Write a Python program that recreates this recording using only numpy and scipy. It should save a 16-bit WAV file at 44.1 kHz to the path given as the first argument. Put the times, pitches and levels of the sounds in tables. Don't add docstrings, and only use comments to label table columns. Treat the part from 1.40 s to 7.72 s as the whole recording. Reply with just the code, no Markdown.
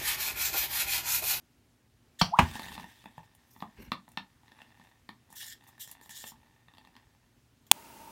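import sys
import numpy as np
from scipy import signal
from scipy.fft import rfft, irfft, next_fast_len
from scipy.io import wavfile
from scipy.ndimage import uniform_filter1d, map_coordinates

SR = 44100
rng = np.random.default_rng(int(sys.argv[2]) if len(sys.argv) > 2 else 0)


def put_to_file(sound):
    columns = np.atleast_2d(sound).T
    safe = np.clip(columns, -1, 1)
    whole_steps = np.round(safe * 32767)
    wavfile.write(sys.argv[1], SR, whole_steps.astype(np.int16))


N = 278712


def amp(db):
    return 10 ** (np.asarray(db) / 20)


def unit(x):
    return x / np.sqrt(np.mean(x ** 2) + 1e-20)


def peak(x):
    return x / np.abs(x).max()


def along(points, hz):
    f, v = np.transpose(points)
    return np.interp(np.log(hz + 1), np.log(f + 1), v)


def curves(rows):
    s, *cols = np.transpose(rows)
    return [np.interp(np.arange(N) / SR, s, c, -120, -120) for c in cols]


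def wobble(knots_per_s):
    knots = rng.standard_normal(int(N * knots_per_s / SR) + 4)
    return map_coordinates(knots, [np.arange(N) * knots_per_s / SR])


def filtered(x, response):
    m = next_fast_len(len(x) + 8192)
    return irfft(rfft(x, m) * response(np.fft.rfftfreq(m, 1 / SR)), m)[:len(x)]


def band(x, lo_hz, hi_hz):
    edges_hz = np.clip([lo_hz, hi_hz], 20, .49 * SR)
    return signal.sosfilt(signal.butter(3, edges_hz, "bandpass", fs=SR, output="sos"), x)


def rush(spectrum, patchy_db):
    z = signal.stft(rng.standard_normal(N), nperseg=256)[2]
    field = uniform_filter1d(rng.standard_normal(z.shape), 5, 0)
    field = uniform_filter1d(field, 12, 1)
    white = signal.istft(z * amp(patchy_db * unit(field)), nperseg=256)[1][:N]
    return unit(filtered(white, lambda hz: amp(along(spectrum, hz))))


def gust(start_s, length_s, db, shape):
    rise_s, sag_db, fall_s = shape
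    rise_s = min(rise_s, .4 * length_s)
    t = np.arange(N) / SR - start_s
    sagged = np.clip((t - rise_s) / (length_s - rise_s), 0, 1)
    fallen_db = 20 * np.maximum(t - length_s, 0) / fall_s
    return np.clip(t / rise_s, 0, 1) * amp(db - sag_db * sagged - fallen_db)


# centre in Hz, width in Hz, gain in dB.
CUP_MODES = [(881, 130, 2.5), (1204, 190, -4.5), (1805, 85, 5.5), (2710, 170, -1.5), (3550, 220, -2)]


def cup(hz, modes=CUP_MODES):
    rings = 0
    for k, (centre_hz, width_hz, db) in enumerate(modes):
        damping = 1j * hz * width_hz
        rings = rings + (-1) ** k * amp(db) * damping / (centre_hz ** 2 - hz * hz + damping)
    direct = amp(-18) * 1j * hz * 2500 / (1500 ** 2 - hz * hz + 1j * hz * 2500)
    return (rings + direct) / (1 + 1j * hz / 4200) ** 3


# spacing of the peaks in Hz, share returned.
WATER_RIM_BOUNCE = (1810, .22)


def bounce(hz):
    spacing_hz, share = WATER_RIM_BOUNCE
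    return 1 / (1 - np.clip(share, 0, .8) * np.exp(-2j * np.pi * hz / spacing_hz))


# frequency in Hz, t60 in seconds.
ROOM_T60 = [(100, 0.3), (700, 0.19), (2000, 0.15), (5000, .16), (12000, 0.1)]


def echo(x):
    hz, t, z = signal.stft(rng.standard_normal(SR // 3), SR, nperseg=256)
    decay = amp(-60 * t / along(ROOM_T60, hz)[:, None])
    tail = signal.istft(z * decay, SR, nperseg=256)[1]
    delayed = np.pad(x, (260, 0))
    return signal.fftconvolve(delayed, tail / np.linalg.norm(tail))


# frequency in Hz, relative density in dB.
AIR_SPECTRUM = [(13, -55), (22, -27.5), (40, -14), (118, -10.5), (200, -22.5), (242, -13.5), (270, -17.5),
                (510, -28.5), (792, -28.5), (1340, -31), (1760, -31.5), (6620, -38), (16000, -44)]
AIR_RMS_DB = -66.5
# frequency in Hz, mean peak level in dB.
HUM_TONES = [(118, -74), (239, -77)]


def room_tone():
    t = np.arange(N) / SR
    hum = 0
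    for hz, db in HUM_TONES:
        hum = hum + amp(db + 3.5 * wobble(8)) * np.sin(2 * np.pi * hz * t + 1.5 * wobble(5.3))
    return amp(AIR_RMS_DB + .8 * wobble(3.8)) * rush(AIR_SPECTRUM, patchy_db=1.0) + hum


# frequency in Hz, relative density in dB.
HISS_SPECTRUM = [(880, -27), (1500, -11), (1830, 0), (2510, -11), (3410, -1.5), (4830, -9), (7170, -7),
                 (10500, -12), (13800, -6), (16000, -13.5)]
# start in seconds, length in seconds, level in dB ahead of the cup, emphasis in Hz.
GAS_JETS = [(.788, .027, -38, 3800), (3.895, .04, -59, 7500), (3.95, .045, -43.5, 9500),
            (3.99, .14, -41, 5800), (4.266, .03, -58, 13000), (4.392, .052, -39.5, 8800),
            (4.46, .07, -54, 6430), (4.613, .067, -58, 10100), (4.69, .048, -44.5, 7500),
            (4.742, .105, -43.5, 7300), (4.848, .06, -44.5, 8800), (6.266, .003, -53, 10500)]
JET_ENVELOPE = (.024, 6.5, .022)


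def jets():
    gas = amp(1.4 * wobble(70) + 1.4 * wobble(300)) * rush(HISS_SPECTRUM, patchy_db=2.5)
    out = np.zeros(N)
    for start_s, length_s, db, centre_hz in GAS_JETS:
        tone = unit(filtered(gas, lambda hz: 1 / (1 + .42 * np.log2((hz + 1) / centre_hz) ** 2)))
        out += gust(start_s, length_s, db, JET_ENVELOPE) * tone
    return amp(-1.5) * filtered(out, bounce) + amp(-1.1) * filtered(out, cup)


# start in seconds, slap level in dB,
# slap t60 in seconds, tail level in dB relative to the slap, tail t60 in seconds.
BIG_BLOWS = [(.8128, -11, 0.028, -17, .22), (.9875, -9.5, 0.049, -17, .2)]
# frequency in Hz, relative density in dB.
STRIKE_SPECTRUM = [(240, -30), (480, -19), (800, -4), (1250, -7.5), (1800, -19), (2300, -16), (3150, -9.5),
                   (3600, -18), (4600, -9), (5900, -13), (6400, -28.5), (16000, -38)]
FLASH_SPECTRUM = [(240, -14), (330, -8), (500, -20), (840, -3), (1300, -10), (1840, -9), (2200, -16),
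                  (3000, -14), (3600, -24), (4400, -23), (5200, -30), (16000, -44)]
# delay in seconds, frequency in Hz, peak level in dB, t60 in seconds.
SLOSH_RINGS = [
    [(.001, 815, -20, .04), (.004, 175, -15, .07), (.002, 2300, -28, .08), (.002, 3150, -22, .07)],
    [(.001, 840, -14.5, .07), (.006, 190, -10, .035), (.005, 300, -16, .04), (.02, 245, -24, 0.11),
     (.036, 80, -21, .14), (.04, 125, -28, .1)],
]


def blows():
    out, t = np.zeros(N + SR), np.arange(SR // 3) / SR
    spectra = (STRIKE_SPECTRUM, FLASH_SPECTRUM)
    for (start_s, db, t60_s, tail_db, tail_t60_s), spectrum, rings in zip(BIG_BLOWS, spectra, SLOSH_RINGS):
        decay = amp(-60 * t / t60_s) + amp(tail_db - 60 * t / tail_t60_s)
        splash = rush(spectrum, patchy_db=1.1)[:len(t)] * decay
        dry = amp(db) * splash * (1 - np.exp(-t / .0015))
        for delay_s, hz, ring_db, ring_t60_s in rings:
            late = np.maximum(t - delay_s, 0)
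            dry += amp(ring_db - 60 * late / ring_t60_s) * np.sin(2 * np.pi * hz * late)
        wet = amp(-12.5) * echo(dry)
        first = round(start_s * SR)
        out[first:][:len(dry)] += dry
        out[first:][:len(wet)] += wet
    return out[:N]


# time in seconds, mean pitch in Hz, mean rms level in dB.
PLOP_TRACK = [(.912, 620, -56), (.928, 740, -35), (.939, 900, -22), (.95, 1147, -33.5), (.962, 1450, -44),
              (.972, 1600, -63)]


def plop():
    hz, db = curves(PLOP_TRACK)
    pitch_hz = np.maximum(hz, 0) * (1 + .04 * wobble(150))
    tone = np.sin(2 * np.pi * np.cumsum(pitch_hz) / SR)
    return np.sqrt(2) * amp(db + 2.5 * wobble(120)) * tone


# time in seconds, crackling level in dB.
REACTION_LEVEL = [(.94, -80), (.985, -51), (1.2, -49.5), (1.42, -55), (1.54, -64), (1.848, -68),
                  (1.92, -77), (2.5, -70), (2.64, -75), (3.0, -78), (3.17, -66), (3.3, -68), (3.48, -67),
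                  (3.6, -76), (3.87, -77), (4.0, -61), (4.15, -70), (4.3, -65), (4.56, -67), (4.91, -66),
                  (4.96, -71), (5.24, -73), (5.45, -69), (5.7, -79), (6.3, -87)]
# frequency in Hz, relative density in dB.
FIZZ_SPECTRUM = [(880, -45), (1500, -14), (1790, -5), (2300, -15), (3660, -9), (4000, -15.5), (4550, -15.5),
                 (16000, -23.5)]
TICKS_PER_S, CLUMPS_DB = 140, 3
FIZZ_START_DB, FIZZ_SAG_DB_PER_S = 2.4, 2.9


def reaction():
    (level_db,) = curves(REACTION_LEVEL)
    sizes = amp(np.minimum(4 * rng.exponential(size=N), 11))
    ticks = (rng.random(N) < TICKS_PER_S / SR) * sizes * rng.choice([-1, 1], N)
    grains = unit(ticks) + 0.15 * rng.standard_normal(N)
    sputter = unit(amp(CLUMPS_DB * wobble(14)) * filtered(grains, cup))
    fizz = amp(2.5 * wobble(40) + 2.5 * wobble(400)) * rush(FIZZ_SPECTRUM, patchy_db=2.5)
    fizz_db = FIZZ_START_DB - FIZZ_SAG_DB_PER_S * np.arange(N) / SR
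    return amp(level_db) * (sputter + amp(fizz_db) * fizz)


# frequency in Hz, relative density in dB.
SOLE_SPECTRUM = [(15, -36), (25, -3), (54, 1), (128, -7), (196, 1), (413, -13.5), (600, -22.5), (780, -52),
                 (1320, -120)]
# centre in Hz, width in Hz, relative gain in dB.
SCRAPE_BANDS = [(950, 250, -3), (1600, 280, -2.5), (2200, 280, -1.5), (2750, 300, 0), (4300, 600, -11)]
# start in seconds, length in seconds, rumble in dB, scrape in dB.
SOLE_DRAGS = [(1.085, .17, -52, -66), (1.265, .08, -49, -66), (1.365, .1, -50, -66),
              (2.372, .11, -47, -57.5)]
# frequency in Hz, relative density in dB.
CLOTH_SPECTRUM = [(3500, -40), (5600, -3), (7500, -14), (11400, -7), (13800, 0), (16000, -15)]
# start in seconds, length in seconds, level in dB.
CLOTH_RUSTLES = [(2.06, .17, -67), (2.38, .08, -62)]
# rise in seconds (at most 40% of the length), sag in dB, fall in seconds per 20 dB.
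DRAG_ENVELOPE = (.013, 4, .028)
RUSTLE_ENVELOPE = (.04, 1.5, .03)


def scrape_response(hz):
    return sum(amp(db) / (1 + (2 * (hz - centre_hz) / width_hz) ** 2)
               for centre_hz, width_hz, db in SCRAPE_BANDS)


def steps():
    rumble = amp(2.5 * wobble(30)) * rush(SOLE_SPECTRUM, patchy_db=3.5)
    grit = amp(3 * wobble(120))
    scrape = grit * unit(filtered(rng.standard_normal(N), scrape_response))
    drags = np.zeros(N)
    for start_s, length_s, rumble_db, scrape_db in SOLE_DRAGS:
        mix = rumble + amp(scrape_db - rumble_db) * scrape
        drags += gust(start_s, length_s, rumble_db, DRAG_ENVELOPE) * mix
    rustling = sum(gust(*row, RUSTLE_ENVELOPE) for row in CLOTH_RUSTLES)
    return drags + grit * rush(CLOTH_SPECTRUM, patchy_db=2.1) * rustling


def puff(t, t60_s, rise_s):
    return rng.standard_normal(len(t)) * amp(-60 * t / t60_s) * (1 - np.exp(-t / rise_s))


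THUMP_DB = -7.5
GLASS_TRIM_DB, CRACK_TRIM_DB, SPRAY_TRIM_DB = 2.5, 1.5, 3.5


def pop(db, glass_db, crack_db, spray_db):
    t = np.arange(SR // 10) / SR
    t60_s = .009 * amp(0.21 * (db + 33))
    push_hz = 205 * amp(rng.normal(0, 1.47))
    push = np.sin(2 * np.pi * push_hz * t) * amp(-60 * t / 0.033) * (1 - np.exp(-t / 0.0023))
    air = filtered(puff(t, t60_s, 0.00065), lambda hz: cup(hz, CUP_MODES[:2]) / (1 + 1j * hz / 2200))
    glass = filtered(puff(t, t60_s, 0.00076), lambda hz: cup(hz, CUP_MODES[2:]))
    crack = band(puff(t, t60_s, 0.00045), 2600, 4500)
    spray = filtered(band(puff(t, .014, .0015), 6800, 15500), bounce)
    parts = peak(air) + amp(THUMP_DB) * peak(push)
    parts += amp(glass_db + GLASS_TRIM_DB) * peak(glass)
    parts += amp(crack_db + CRACK_TRIM_DB) * peak(crack)
    parts += amp(spray_db + SPRAY_TRIM_DB) * peak(spray)
    return amp(db) * parts


# start in seconds, peak of the air part in dB, then glass ring, crack and spray
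# in dB relative to it, ahead of their trims.
GAS_POPS = [(1.112, -43, 3.5, -5, -4), (1.154, -32.5, -8, -3, -25), (1.194, -33, -4, -4, -13),
            (1.219, -44.5, -2, 1, -3), (1.262, -40, -7, -15, -14), (1.284, -43, 4.5, -2, -6),
            (1.318, -39, -7, -10, -15), (1.352, -41, -6, -2, -11), (1.378, -33, -7, -14, -25),
            (1.397, -40.5, -2, -8, -15), (1.441, -39, -3, -24, -19), (1.64, -48, -8, -10, -12),
            (1.657, -39, -3.5, -25, -22), (1.779, -35.5, -13, -30, -26), (1.949, -59.5, -12, -1, 5),
            (2.162, -45.5, -10, -17, -22), (2.204, -47, -4, 4, -16), (2.223, -27, -18, -19, -31),
            (2.518, -23, -2, -4, -22), (2.679, -46.5, -6, -13, -22), (2.688, -62, -4, -6, 8),
            (2.717, -58, 0, -5, 6), (2.773, -29, 1, 1, -19), (3.033, -55.5, -10, -10, -17),
            (3.08, -56.5, 3, -1, -14), (3.118, -51.5, 2, -4, -16), (3.217, -48, 2, -5.5, -10),
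            (3.322, -60, 1, -4, -15), (3.397, -48.5, -16, -10, -30), (3.69, -37.5, -3, -3, -19),
            (3.902, -53, -15, -21, -3), (3.926, -48, -8, -13, 1.5), (4.209, -60, 5, -12, -11),
            (4.238, -57, -5, -7, -3), (4.288, -54, -11, -8, -2), (4.379, -56.5, 3, -2, -2),
            (4.475, -56, 4, 4, 13), (4.513, -53, 0, 5, 16), (4.612, -49.5, 0, -3, -3),
            (4.659, -51.5, -4, 0, -1), (4.693, -47.5, -1, 1, 2), (4.84, -44, 6, -3, -8),
            (4.919, -45, -15, -14, -16), (5.283, -51.5, 3.5, -12, -21), (5.337, -54, -3, -3, -14),
            (5.349, -58, 0, 0, -10), (5.371, -56, 0, 5, -10), (5.382, -49, -4, 4, -13),
            (5.449, -53, -4, 0, -14), (5.472, -53, 0, 0, -14), (5.553, -54, -5, 0.5, -26),
            (5.565, -50.5, 4, 4, -11), (5.749, -61, -5, -10, -16)]


def pops():
    out = np.zeros(N + SR)
    for start_s, *levels_db in GAS_POPS:
        dry = pop(*levels_db)
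        wet = amp(-6.5) * echo(dry)
        first = round(start_s * SR)
        out[first:][:len(dry)] += dry
        out[first:][:len(wet)] += wet
    return out[:N]


# start in seconds, noise level in dB at the onset of its decay, t60 in seconds.
LAST_BURST = (6.3141, 0.46, 0.019)
# frequency in Hz, relative density in dB.
BLAST_SPECTRUM = [(88, -55), (150, -21), (480, -18), (998, -2.5), (2360, -10.5), (3350, -4), (5460, -12.5),
                  (9080, -4), (14000, -14), (16000, -16)]


def burst():
    start_s, db, t60_s = LAST_BURST
    t = np.maximum(np.arange(N) / SR - start_s, 0)
    boom = amp(-16) * np.sin(2 * np.pi * 220 * t) + amp(-8) * np.sin(2 * np.pi * 850 * t)
    envelope = amp(db - 60 * t / t60_s) * (1 - np.exp(-t / 0.00029))
    return (rush(BLAST_SPECTRUM, patchy_db=2.5) + boom) * envelope


def scene():
    in_cup = jets() + plop() + reaction() + burst()
    reverberant = in_cup + amp(-9) * echo(in_cup)[:N]
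    return (room_tone() + reverberant + blows() + steps() + pops())[None]


TOP_HZ = 15900


def record(dry):
    thin = signal.sosfilt(signal.butter(3, 42, "highpass", fs=SR, output="sos"), dry[0])
    clipped = thin / (1 + np.abs(thin) ** 8) ** (1 / 8)
    return signal.sosfilt(signal.ellip(14, .5, 90, TOP_HZ, fs=SR, output="sos"), clipped)[None]


dry = scene()
out = record(dry)
put_to_file(out)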